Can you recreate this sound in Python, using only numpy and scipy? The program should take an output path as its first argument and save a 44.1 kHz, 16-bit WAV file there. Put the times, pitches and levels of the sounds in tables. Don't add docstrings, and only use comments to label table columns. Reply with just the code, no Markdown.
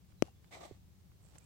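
import sys
import numpy as np
from scipy import signal
from scipy.fft import rfft, irfft, next_fast_len
from scipy.io import wavfile

SR = 44100
rng = np.random.default_rng(int(sys.argv[2]) if len(sys.argv) > 2 else 0)


def file_out(sig):
    cols = np.atleast_2d(sig).T
    lim = np.clip(cols, -1, 1)
    pcm = np.round(lim * 32767).astype(np.int16)
    wavfile.write(sys.argv[1], SR, pcm)


N = 63945
T = np.arange(N) / SR

# frequency in Hz, gain in dB.
KNOCK_RESPONSE = [(30, -48), (65, -26), (110, -9.5), (210, -2.5), (320, .5), (450, -3.5), (570, -4.5),
                  (720, -11.5), (920, -21.5), (1250, -18), (1650, -27.5), (2150, -21.5), (3000, -23.5),
                  (3700, -41.5), (4400, -32.5), (6000, -26), (6900, -42), (8100, -32.5), (9300, -45),
                  (15000, -53)]
# time in seconds, body tone level in dB, friction hiss level in dB.
SCRAPE_LEVELS = [(.508, -64, -77), (.514, -59.5, -64.5), (.535, -54.5, -56.5), (.572, -54.5, -62),
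                 (.604, -58, -66.5), (.61, -52, -60.5), (.657, -52, -57.5), (.675, -59.5, -63.5),
                 (.705, -65, -68.5), (.76, -76.5, -76.5), (.83, -105, -98)]
# centre in Hz, width in Hz, relative left and right gains in dB.
BODY_MODES = [(297, 370, -1.5, -4.5), (661, 336, 5, 1), (1176, 190, -25, -3.5)]
HISS_MODES = [(2020, 820, -3, -1), (3640, 1900, -5.5, 1), (5900, 2400, -6, -4.5), (7880, 1700, -16.5, -3.5),
              (12800, 2600, -30, -12.5)]
RASP_MODES = [(2140, 500, 0, 0)]
# start in seconds, level in dB, pitch in Hz, T60 in seconds, left-right in dB.
BUMPS = [(.128, -52, 77.6, .08, 4), (0.232, -48.5, 70.6, 0.11, 26), (.282, -49, 776, 0.037, 20),
         (.711, -33.5, 382, 0.017, -8.5), (0.72, -43, 107, 0.065, -8), (.853, -49.5, 93, 0.062, -3),
         (1.111, -52, 71, 0.097, -5), (1.218, -62, 90, 0.11, 6)]
# start in seconds, level in dB, centre in Hz, width in Hz, left-right in dB.
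TICKS = [(0.121, -62.5, 1370, 1000, -12), (0.444, -58, 1490, 1730, -7.5), (1.117, -63, 930, 980, -15),
         (1.356, -60.5, 2000, 690, 0), (1.384, -48, 7600, 2200, -17), (1.382, -58.5, 1210, 1600, -17)]
# start in seconds, length in seconds, level in dB, left-right in dB.
BRUSHES = [(0.082, 0.055, -73, -14), (0.209, 0.11, -64, 0.5), (0.4, 0.12, -76, -6),
           (1.142, 0.41, -70, -5.5), (1.348, 0.025, -65.5, 1.5)]
# time in seconds, level in dB.
RUSTLE_LEVELS = [(1.19, -95), (1.24, -72.5), (1.30, -79.5), (1.36, -78), (1.45, -78)]
# start and length in seconds, first and last pitch in Hz, level in dB,
# left-right in dB.
WHISTLES = [(.17, 0.073, 4100, 3800, -77.5, -27), (0.212, 0.11, 2820, 2754, -72, 21),
            (.32, .11, 3600, 3300, -83.5, -15), (0.429, 0.12, 3450, 3750, -82.5, -9),
            (1.396, 0.054, 2430, 2390, -74, -25)]
# frequency in Hz, relative level in dB.
BRUSH_SPECTRUM = [(150, 3), (700, 4.5), (1600, -6.5), (2700, -8), (6000, -9.5), (9000, -13), (15000, -28)]
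RUMBLE_SPECTRUM = [(25, -37.5), (42, -15), (65, 3), (100, -0.5), (145, -5.5), (182, -2.5), (225, -16.5),
                   (320, -18), (500, -26.5), (1200, -48.5)]
HISS_SPECTRUM = [(300, 4), (800, 7), (1500, 2), (4200, 1.5), (7000, -0.5), (11000, -5), (15500, -1)]


def knock(start_s=.2234, impulse_db=26.5, grit_db=-41, far_db=-33.5, crack_db=-23.5, crack_hz=3080):
    contact = np.zeros(N)
    contact[int(start_s * SR)] = -from_db(impulse_db)
    grit = rms_one(resonate(rng.standard_normal(N), hz=4500, width_hz=4300))
    near = colour(contact, KNOCK_RESPONSE) + from_db(grit_db) * decay(start_s, t60_s=.016) * grit
    crack = signal.sosfilt(signal.butter(2, crack_hz, "high", fs=SR, output="sos"), near)
    return np.array([near, from_db(far_db) * near + from_db(crack_db) * crack])


def scrape(rasp_db=-54.5):
    rasp = from_db(rasp_db) * swell(start_s=.513, length_s=.055) * friction(RASP_MODES)
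    body = envelope(SCRAPE_LEVELS, column=1) * friction(BODY_MODES)
    hiss = envelope(SCRAPE_LEVELS, column=2) * friction(HISS_MODES)
    return body + hiss + rasp


def friction(modes, flutter_db=1.5):
    out = 0
    for hz, width_hz, left_db, right_db in modes:
        ring = rms_one(resonate(slips(per_s=5000, spread_db=1), hz, width_hz))
        out += from_db([[left_db], [right_db]]) * ring
    return rms_one(out * from_db(flutter_db * drift(knots_per_s=150)))


def bumps(attack_s=.0015):
    out = 0
    for start_s, db, hz, t60_s, pan_db in BUMPS:
        age_s = T - start_s
        gain = from_db(db) * np.clip(age_s / attack_s, 0, 1) * decay(start_s, t60_s)
        out += pan(pan_db) * gain * np.sin(2 * np.pi * hz * age_s)
    return out


def ticks(t60_s=.018):
    out = 0
    for start_s, db, hz, width_hz, pan_db in TICKS:
        band = rms_one(resonate(rng.standard_normal((2, N)), hz, width_hz))
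        out += pan(pan_db) * from_db(db) * decay(start_s, t60_s) * band
    return out


def brushing():
    grains = rms_one(colour(slips(per_s=2500, spread_db=3.5), BRUSH_SPECTRUM))
    return grains * sum(pan(pan_db) * from_db(db) * swell(start_s, length_s)
                        for start_s, length_s, db, pan_db in BRUSHES)


def rustle(pan_db=-21):
    grains = rms_one(resonate(slips(per_s=6500, spread_db=8), hz=7800, width_hz=1650))
    return pan(pan_db) * envelope(RUSTLE_LEVELS) * grains


def birds(width_hz=110):
    out = 0
    for start_s, length_s, first_hz, last_hz, db, pan_db in WHISTLES:
        pitch_hz = np.interp(T, [start_s, start_s + length_s], [first_hz, last_hz])
        phase = 2 * np.pi * np.cumsum(pitch_hz) / SR
        tone = drift(2 * width_hz) * np.sin(phase) + drift(2 * width_hz) * np.cos(phase)
        out += pan(pan_db) * from_db(db) * swell(start_s, length_s) * tone
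    return out


def background(rumble_db=-61, rumble_pan_db=2, correlation=.53, hiss_db=-73):
    mid, side = rng.standard_normal((2, N))
    air = np.sqrt(1 + correlation) * mid + np.sqrt(1 - correlation) * side * [[1], [-1]]
    rumble = pan(rumble_pan_db) * from_db(rumble_db) * rms_one(colour(air, RUMBLE_SPECTRUM))
    hiss = from_db(hiss_db) * rms_one(colour(rng.standard_normal((2, N)), HISS_SPECTRUM))
    return rumble + hiss


def slips(per_s, spread_db):
    sizes = from_db(spread_db * np.minimum(rng.exponential(1, (2, N)), 5))
    signs = rng.choice([-1, 1], (2, N))
    return sizes * signs * (rng.random((2, N)) < per_s / SR)


def resonate(x, hz, width_hz):
    r = np.exp(-np.pi * width_hz / SR)
    gain = (1 - r * r) / 2
    section = [gain, 0, -gain, 1, -2 * r * np.cos(2 * np.pi * hz / SR), r * r]
    return signal.sosfilt([section, section], x + 1e-18)


def colour(x, spectrum):
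    size = 2 * next_fast_len(N)
    hz, db = np.transpose(spectrum)
    grid_hz = np.maximum(np.arange(size // 2 + 1) * SR / size, 1)
    gain = from_db(np.interp(np.log(grid_hz), np.log(hz), db))
    cepstrum = irfft(np.log(gain))
    cepstrum[1:size // 2] *= 2
    cepstrum[size // 2 + 1:] = 0
    return irfft(rfft(x, size) * np.exp(rfft(cepstrum)))[..., :N]


def envelope(rows, column=1):
    rows = np.array(rows)
    return from_db(np.interp(T, rows[:, 0], rows[:, column], left=-np.inf, right=-np.inf))


def decay(start_s, t60_s):
    return (T >= start_s) * from_db(-60 * np.maximum(T - start_s, 0) / t60_s)


def swell(start_s, length_s):
    return np.sin(np.pi * np.clip((T - start_s) / length_s, 0, 1))


def drift(knots_per_s):
    return np.interp(T * knots_per_s, np.arange(N), rng.standard_normal(N))


def pan(db):
    return rms_one(from_db([[db / 2], [-db / 2]]))


def from_db(db):
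    return 10 ** (np.asarray(db) / 20)


def rms_one(x):
    return x / np.sqrt(np.mean(x ** 2) + 1e-20)


def scene():
    return background() + knock() + bumps() + ticks() + scrape() + brushing() + rustle() + birds()


def record(dry):
    cutoff_hz = 16200
    return signal.sosfilt(signal.ellip(10, .1, 60, cutoff_hz, fs=SR, output="sos"), dry)


dry = scene()
out = record(dry)
file_out(out)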